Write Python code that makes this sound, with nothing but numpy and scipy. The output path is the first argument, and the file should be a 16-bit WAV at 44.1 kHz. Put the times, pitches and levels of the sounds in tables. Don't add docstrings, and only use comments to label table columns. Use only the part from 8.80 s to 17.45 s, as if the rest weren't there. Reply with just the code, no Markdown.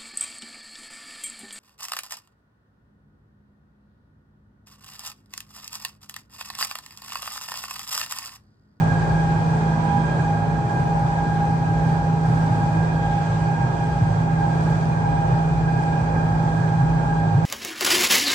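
import sys
import numpy as np
from scipy import signal
from scipy.fft import rfft, irfft, next_fast_len
from scipy.io import wavfile
from scipy.ndimage import uniform_filter1d, map_coordinates

SR = 44100
rng = np.random.default_rng(int(sys.argv[2]) if len(sys.argv) > 2 else 0)


def dump(signal):
    limited = np.clip(np.atleast_2d(signal).T, -1, 1)
    pcm = np.round(limited * 32767).astype(np.int16)
    wavfile.write(sys.argv[1], SR, pcm)


N = 381553

# freq_hz, left_db, right_db
RUMBLE_EQ = [(60, -84, -89), (82, -59.5, -55), (95, -51.5, -50), (104, -45.5, -45.5), (114, -46.5, -47.5),
             (126.5, -41, -39.5), (139, -43.5, -44), (148, -49, -50.5), (169, -54.5, -53.5),
             (197, -59.5, -57), (257, -60.5, -57.5), (378, -68.5, -66.5), (700, -120, -120)]
THUD_EQ = [(20, -69, -70), (32.8, -54, -52), (45.2, -51, -53), (57.5, -34.5, -31.5), (73.4, -39, -39),
           (91.5, -40.5, -39.5), (131, -96.5, -101)]
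ROAR_EQ = [(120, -120, -120), (199, -64.5, -68.5), (363, -62, -62), (610, -65.5, -64.5),
           (706, -63.5, -62.5), (731, -69, -62.5), (803, -58.5, -55.5), (858, -61, -56.5),
           (900, -64.5, -62), (925, -65, -60), (1000, -71.5, -67), (1130, -69, -67), (1190, -72, -68),
           (1350, -70, -68), (1590, -71.5, -67.5), (1710, -76.5, -74.5), (1790, -76, -73), (2204, -93, -90),
           (4030, -120, -120)]
HISS_EQ = [(1190, -120, -120), (2040, -79, -82.5), (2500, -81.5, -81.5), (2960, -83.5, -89),
           (3580, -83.5, -86), (3980, -86, -91), (4700, -89, -83.5), (5070, -89.5, -88.5),
           (6100, -92, -87.5), (7050, -94, -89), (8200, -94.5, -86.5), (8800, -100, -93.5),
           (9560, -106, -106), (11000, -130, -130)]
AIR_EQ = [(7000, -130, -130), (8900, -103, -110), (9700, -104, -109), (11400, -103, -109),
          (12000, -110, -112), (12800, -116, -116)]
# freq_hz, correlation
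STEREO_LIKENESS = [(60, 0.98), (150, 1), (240, 0.92), (370, 0.51), (590, 0.81), (930, 0.16), (1470, -0.75),
                   (2300, 0.34), (3600, -0.056)]
# time_s, hiss_db, air_db
TRACK_FADERS = [(0.0, -44.5, -72), (.15, -45, -72), (.4, -46, -75), (1.4, -46.5, -72), (1.64, -49, -81),
                (1.82, -49.5, -78), (1.92, -47.5, -65), (2.25, -48, -71), (2.6, -47.5, -78),
                (2.9, -49, -75), (3.1, -47, -69), (3.36, -49.5, -78), (3.48, -47, -64), (3.75, -46.5, -65),
                (3.9, -47, -73), (4.2, -48.5, -72), (4.33, -46.5, -70), (4.5, -46, -72), (4.75, -48.5, -74),
                (5.2, -47.5, -77), (5.55, -49.5, -74), (5.88, -46.5, -66), (6.22, -49, -75),
                (6.5, -47.5, -72), (6.8, -49.5, -75), (7.05, -47.5, -69), (7.32, -49.5, -80),
                (7.8, -48, -70), (8.2, -49, -74), (8.64, -49, -72)]
# time_s, level_db
THUD_FADER = [(0, -36.5), (.9, -32.5), (1.9, -36), (2.75, -33.5), (3.3, -34.5), (4.2, -36), (4.85, -38),
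              (5.13, -31), (5.7, -37.5), (6, -34.5), (6.9, -37.5), (7.5, -32.5), (7.9, -42), (8.1, -36),
              (8.65, -44)]
# swells_per_turn, depth_db, phase_rad
COG_SWELLS = [(1, 0.3, -3), (2, 2.5, 3), (3, 0.3, 0), (4, 0.5, -0.1)]
# time_s, swell_db
TRACK_BUMPS = [(.12, 0.5), (1.81, 4), (3.08, 7), (3.97, 4.5), (4.41, 7.5), (5.23, 10), (5.67, 1.5),
               (6.94, 1), (8.0, 6), (8.05, 6), (8.56, 13)]
# pitch_hz, left_db, right_db, left_lead_rad
CAB_HUMS = [(68.3, -50, -51.5, 0.003), (121.6, -42, -38, 0.0016), (129.5, -36, -35.5, 0.0017),
            (183, -47, -46.5, 0.0033), (250.3, -46, -41, 0.0032), (464.6, -47, -52, 0.1),
            (691, -48.5, -58, 0.1), (1405, -61.5, -60.5, 0.1), (1597, -50.5, -57.5, 0.1)]
# start_s, left_db, right_db
CLICKS = [(5.8384, -44, -34), (5.8462, -36, -43), (5.8522, -34, -42), (5.9012, -39, -42),
          (5.9570, -40, -46), (6.0125, -37, -44), (6.0195, -38, -43), (6.0555, -34, -46),
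          (6.9770, -39, -43), (7.0240, -38, -39), (7.0318, -36, -41), (7.0378, -33, -37)]

# time_s, pitch_hz
MESH_PITCH = [(0, 815.6), (.25, 816.5), (.7, 814.8), (2.75, 814.7), (3.05, 813.3), (3.9, 814.5),
              (5.4, 813.9), (5.68, 812.2), (6.0, 814.2), (6.6, 814.4), (7.0, 812.4), (8.15, 815.1),
              (8.65, 814)]
# time_s, left_db, right_db, second_db
MESH_FADERS = [(0.04, -33, -32, -42), (0.2, -31, -42, -41), (0.36, -27.5, -40, -37.5),
               (0.52, -30, -30, -42.5), (0.68, -30.5, -46, -44.5), (0.84, -30.5, -31, -47),
               (1.0, -41, -32.5, -45.5), (1.16, -29, -19, -45), (1.32, -57, -37.5, -40),
               (1.48, -27.5, -28.5, -45), (1.64, -31, -29.5, -49.5), (1.8, -31, -30, -50),
               (1.96, -29, -31.5, -41.5), (2.12, -27, -30, -54), (2.28, -27.5, -31, -47.5),
               (2.44, -30.5, -32, -42.5), (2.6, -25, -24, -47.5), (2.76, -29, -38, -53.5),
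               (2.92, -29.5, -32.5, -44), (3.08, -33, -34, -42), (3.24, -30, -30, -51),
               (3.4, -31.5, -29.5, -56.5), (3.56, -34, -32, -48), (3.72, -31, -32, -53.5),
               (3.88, -27, -29, -48), (4.04, -43, -54, -45), (4.2, -30.5, -30, -45),
               (4.36, -28, -23.5, -39.5), (4.52, -37, -42, -50.5), (4.68, -39, -25.5, -46),
               (4.84, -34, -34, -41), (5.0, -35, -35, -45.5), (5.16, -31, -34, -47.5),
               (5.32, -41, -46, -51.5), (5.48, -38, -40, -46.5), (5.64, -26.5, -24, -38.5),
               (5.8, -36, -35, -44), (5.96, -42, -42, -46.5), (6.12, -34, -34.0, -49.5),
               (6.28, -28, -24.5, -45.5), (6.44, -30, -28, -47.5), (6.6, -31, -27.5, -51.5),
               (6.76, -39, -36, -58), (6.92, -32, -29.5, -41), (7.08, -29, -27.5, -42),
               (7.24, -37, -37, -54), (7.4, -31, -34, -41.5), (7.56, -33, -31, -52), (7.72, -34, -29, -47),
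               (7.88, -41, -29, -42), (8.04, -31, -30.5, -45.5), (8.2, -36, -33.5, -45),
               (8.36, -27, -29.5, -45), (8.52, -42, -30, -52)]
# time_s, left_lead_rad
MESH_LEAD = [(0, -0.9), (.8, 0.28), (1.6, -0.089), (5.15, 0.067), (5.4, 1.5), (8.65, 1.23)]
# offset_hz, left_db, right_db, left_lead_rad
MESH_SIDEBANDS = [(-161.4, -54, -48, 2.6), (-142.5, -53, -45, 0.5), (-111, -59.5, -43.5, 1.5),
                  (-71.5, -53.5, -60, 0.5), (-53.5, -46, -54, 1.5), (-37.5, -41.5, -48.5, 1.2),
                  (-20, -46.5, -42.5, 4.5), (-10, -46, -36.5, 0.3), (11.5, -42, -37.5, 3),
                  (34, -52.5, -46, -1.5), (52, -57, -42, 0), (77, -49, -54.5, -1.3),
                  (110, -51.5, -41.5, -0.5), (143, -47, -47.5, -0.4), (41.5, -43.5, -51.5, -0.3)]
# harmonic, left_db, right_db, left_lead_rad
SMALL_GEAR_PARTIALS = [(1, -31, -34.5, 1.2), (2, -45, -51.5, 4), (3, -45.5, -45.5, 0), (4, -45, -45.5, 1),
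                       (5, -55, -41, 1.5), (6, -45, -52.5, -0.5), (7, -56, -55.5, -1),
                       (8, -56, -55.5, -1.5), (9, -52.5, -46.5, 4), (10, -61, -57, -11)]
# harmonic, tone_left_db, tone_right_db, rasp_left_db, rasp_right_db
MESH_OVERTONES = [(2, -10.5, -12, -6.5, -2.5), (3, -18.5, -20.5, -16.5, -16.5), (4, -30, -29.5, -26, -23.5),
                  (5, -31, -40, -31, -27), (6, -38, -32, -31, -29), (7, -44.5, -43, -32.5, -26.5),
                  (8, -45.5, -35, -30.5, -29.5)]
# time_s, third_db, fourth_db
OVERTONE_CONTOURS = [(0.049, -58.5, -65), (0.35, -60, -64), (0.65, -57.5, -67.5), (0.95, -60, -63),
                     (1.25, -55.5, -61.5), (1.55, -57, -66.5), (1.85, -59, -67), (2.15, -58, -71),
                     (2.45, -61, -65.5), (2.751, -59, -68.5), (3.05, -60.5, -65.5), (3.35, -60.5, -66),
                     (3.65, -61, -70), (3.95, -57, -69), (4.25, -57, -60.5), (4.55, -60.5, -66),
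                     (4.85, -56, -65.5), (5.15, -59.5, -64), (5.45, -59, -66), (5.75, -59.5, -65),
                     (6.05, -57, -67), (6.35, -57.5, -66.5), (6.65, -57, -67), (6.95, -57.5, -66),
                     (7.25, -57, -65.5), (7.549, -58.5, -64.5), (7.85, -59, -67), (8.15, -59.5, -66.5),
                     (8.45, -59.5, -66.5)]

# time_s, level_db
DRONE_FADER = [(0.0, -20), (0.88, -22.5), (1.72, -22.5), (1.88, -27.5), (2.12, -22), (2.88, -23.5),
               (3.0, -22), (3.6, -20), (3.76, -22.5), (4.04, -19.5), (4.16, -24.5), (4.64, -22.5),
               (4.96, -27), (5.32, -23), (6.04, -22.5), (6.28, -26), (6.48, -23), (8.64, -21)]
# time_s, first_db, second_db, fourth_db, sum_db
TOOTH_FADERS = [(0.1, -41, -28.5, -36, -51), (0.45, -35, -30, -53, -49), (0.8, -40, -36, -38.5, -47.5),
                (1.15, -48, -38, -32.5, -36.5), (1.5, -35, -29, -44, -50), (1.85, -50, -35, -37, -45.5),
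                (2.2, -35, -38, -43, -43.5), (2.55, -41, -35, -40.5, -49), (2.9, -42, -33.5, -40, -46),
                (3.25, -41, -39, -45, -47), (3.6, -40, -32, -41, -47), (3.95, -35, -30.5, -47, -45),
                (4.3, -37, -38, -41, -55), (4.65, -43, -26.5, -52, -53), (5.0, -38, -40, -56, -54),
                (5.35, -37, -28, -46, -57), (5.7, -37, -36.5, -41.5, -48.5), (6.05, -37, -28, -35, -48),
                (6.4, -34, -38, -57, -44), (6.75, -34, -31, -48, -54.5), (7.1, -40, -42, -42, -42),
                (7.45, -33, -27, -41, -47.5), (7.8, -41, -33, -39, -48), (8.15, -31, -28, -44, -52),
                (8.5, -38, -30.5, -46, -51.5)]
# harmonic, left_minus_right_db, left_lead_rad
LOW_TOOTH_PANS = [(1, -1.5, -0.49), (2, -1.5, 0.074), (4, 0, -0.067)]
# harmonic, left_db, right_db, left_lead_rad
HIGH_TOOTH_PARTIALS = [(5, -48, -45, -1.6), (6, -51.5, -43, -0.94)]

MESH_HZ, RASP_HZ, DRONE_HZ = 814, 811.5, 161.18
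SMALL_TEETH, BIG_TEETH, COG_TEETH = 14, 80, 23
RUMBLE_DB, ROAR_DB, OVERTONE_DB = -28, -30.5, -36
ROAR_FOLLOWS, OVERTONE_FOLLOWS = 0.6, 0.37


def amp(db):
    return 10 ** (np.asarray(db) / 20)


def unit(x):
    return x / np.sqrt(np.mean(np.abs(x) ** 2) + 1e-20)


def along(points, hz):
    freqs, *cols = np.transpose(points)
    return np.array([np.interp(np.log(hz + 1), np.log(freqs + 1), c) for c in cols])


def curves(rows):
    times, *cols = np.transpose(rows)
    return [np.interp(np.arange(N) / SR, times, c) for c in cols]


def wobble(rate):
    knots = rng.standard_normal(int(N * rate / SR) + 4)
    return map_coordinates(knots, [np.arange(N) * rate / SR], order=1)


def phase_of(hz):
    return 2 * np.pi * np.cumsum(hz) / SR


def filtered(x, response):
    size = next_fast_len(N + 8192)
    return irfft(rfft(x, size) * response(np.fft.rfftfreq(size, 1 / SR)), size)[..., :N]


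def tone(phase, left_db, right_db, lead, rough, rate):
    smear = np.sqrt(rough * 0.53) * (wobble(rate) + 1j * wobble(rate))
    wave = (np.sqrt(1 - rough) + smear) * np.exp(1j * (phase + rng.uniform(0, 2 * np.pi)))
    left = (wave * np.exp(1j * lead)).real
    return np.sqrt(2) * np.array([amp(left_db) * left, amp(right_db) * wave.real])


def noise_bed(eq, patchy_db):
    def mid_side_gains(hz):
        angle = np.arccos(along(STEREO_LIKENESS, hz)[0]) / 2
        return np.array([np.cos(angle), np.sin(angle)])

    grains = signal.stft(rng.standard_normal((2, N)), nperseg=1024)[2]
    patches = uniform_filter1d(uniform_filter1d(rng.standard_normal(grains.shape[1:]), 8, 0), 8, 1)
    pair = signal.istft(grains * amp(patchy_db * unit(patches)), nperseg=1024)[1][:, :N]
    mid, side = filtered(pair, mid_side_gains)
    return unit(filtered(np.array([mid + side, mid - side]), lambda hz: amp(along(eq, hz))))


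def tooth_phase():
    hz, = curves(MESH_PITCH)
    return phase_of(DRONE_HZ * hz / hz.mean()) / 3


def track_hiss():
    hiss_db, air_db = curves(TRACK_FADERS)
    flutter_db = 0.25 * np.sin(2 * np.pi * MESH_HZ / BIG_TEETH * np.arange(N) / SR)
    hiss = amp(hiss_db + flutter_db + 0.27 * wobble(12)) * noise_bed(HISS_EQ, patchy_db=1.08)
    air = amp(air_db + 1.5 * wobble(9)) * noise_bed(AIR_EQ, patchy_db=4.0)
    return hiss + air


def clicks(pitch_hz=(5200, 8300), width_hz=1100, rise_s=0.00015, top_hz=12000):
    out, t = np.zeros((2, N)), np.arange(SR // 200) / SR
    envelope = (1 - np.exp(-t / rise_s)) * np.exp(-np.pi * width_hz * t)
    ring = envelope * np.sin(2 * np.pi * np.outer(pitch_hz, t))
    for start_s, *db in CLICKS:
        start = round((start_s - rise_s) * SR)
        out[:, start:start + len(t)] += amp(db)[:, None] * ring / ring.max()
    return filtered(out, lambda hz: 1 / (1 + (hz / top_hz) ** 6))


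def panel_hum():
    return sum(tone(phase_of(np.full(N, hz)), *stereo, rough=0.52, rate=4.5) for hz, *stereo in CAB_HUMS)


def body_rumble(bump_half_width_s=0.035, bump_top_hz=165):
    t, cog = np.arange(N) / SR, tooth_phase() / COG_TEETH
    cog_db = sum(db * np.cos(k * cog + phase) for k, db, phase in COG_SWELLS)
    bump_db = sum(db * np.exp(-((t - s) / bump_half_width_s) ** 2) for s, db in TRACK_BUMPS)
    rumble = amp(RUMBLE_DB + cog_db + 0.21 * wobble(21)) * noise_bed(RUMBLE_EQ, patchy_db=0)
    lows = filtered(rumble, lambda hz: 1 / (1 + (hz / bump_top_hz) ** 12))
    rumble += (amp(bump_db) - 1) * lows
    thud = amp(curves(THUD_FADER)[0] + 0.91 * wobble(5.3)) * noise_bed(THUD_EQ, patchy_db=-0.5)
    hiss_db, _ = curves(TRACK_FADERS)
    roar_db = ROAR_DB + ROAR_FOLLOWS * (hiss_db - hiss_db.mean()) + 0.05 * bump_db
    roar = amp(roar_db + wobble(8)) * noise_bed(ROAR_EQ, patchy_db=0.68)
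    return rumble + thud + roar


def gear_overtones(mesh, shaft, rasp):
    backlash = 0.33 * wobble(10)
    hiss_db, _ = curves(TRACK_FADERS)
    throb = amp(OVERTONE_DB + OVERTONE_FOLLOWS * (hiss_db - hiss_db.mean()) + 0.79 * np.sin(shaft))
    contours = curves(MESH_FADERS)[-1], *curves(OVERTONE_CONTOURS)
    swell_db = {k: depth * (db - db.mean()) for k, db, depth in zip((2, 3, 4), contours, (0.36, 1.2, 1.2))}
    out = np.zeros((2, N))
    for k, *levels in MESH_OVERTONES:
        for side in (0, 1):
            tone_db, rasp_db = (db + swell_db.get(k, 0) for db in levels[side::2])
            tone_db += 0.5 * wobble(4.8)
            out[side] += tone(k * (mesh + backlash), tone_db, tone_db, 0, rough=0.6, rate=13 * k)[0]
            out[side] += tone(k * rasp, rasp_db, rasp_db, 0, rough=0.99, rate=40 * k)[0]
    return throb * out


def gear_whine():
    *mesh_db, second_db = curves(MESH_FADERS)
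    (hz,), (lead,) = curves(MESH_PITCH), curves(MESH_LEAD)
    speed = hz / MESH_HZ
    mesh, shaft, rasp = phase_of(hz), phase_of(hz / BIG_TEETH), phase_of(speed * RASP_HZ)
    left_db, right_db = (db + 0.77 * wobble(12) for db in mesh_db)
    whine = tone(mesh, left_db, right_db, lead + 0.099 * wobble(1.9), rough=0.022, rate=12)
    left_db, right_db = (second_db + pan_db + 1.3 * wobble(11) for pan_db in (-3, 3))
    wavering = 2 * rasp + 1.7 * wobble(40)
    whine += tone(wavering, left_db, right_db, lead=1.2 + 0.3 * wobble(2.9), rough=0.38, rate=55)
    for offset_hz, *stereo in MESH_SIDEBANDS:
        whine += tone(phase_of(speed * (MESH_HZ + offset_hz)), *stereo, rough=0.83, rate=11)
    for k, *stereo in SMALL_GEAR_PARTIALS:
        whine += tone(k * SMALL_TEETH * shaft, *stereo, rough=0.33, rate=3.5 + 1.2 * k)
    sum_db = curves(TOOTH_FADERS)[-1]
    whine += tone(mesh + 3 * tooth_phase(), sum_db - 12, sum_db + 6.5, lead=1.7, rough=0.2, rate=6)
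    return whine + gear_overtones(mesh, shaft, rasp)


def rack_drone():
    tooth = tooth_phase()
    boom_db = curves(DRONE_FADER)[0] + wobble(7) + 0.33 * wobble(19)
    drone = tone(3 * tooth, boom_db - 0.9, boom_db + 1, lead=0.21, rough=0.033, rate=22)
    for (k, pan_db, lead), db in zip(LOW_TOOTH_PANS, curves(TOOTH_FADERS)):
        drone += tone(k * tooth, db + pan_db / 2, db - pan_db / 2, lead, rough=0.28, rate=6)
    for k, *stereo in HIGH_TOOTH_PARTIALS:
        drone += tone(k * tooth, *stereo, rough=0.51, rate=3)
    return drone


def scene():
    return rack_drone() + gear_whine() + panel_hum() + body_rumble() + track_hiss() + clicks()


def record(dry, ceiling=0.5, top_hz=12800):
    soft = dry / (1 + np.abs(dry / ceiling) ** 6) ** (1 / 6)
    return signal.sosfiltfilt(signal.ellip(10, .1, 60, top_hz, fs=SR, output="sos"), soft)


dry = scene()
out = record(dry)
dump(out)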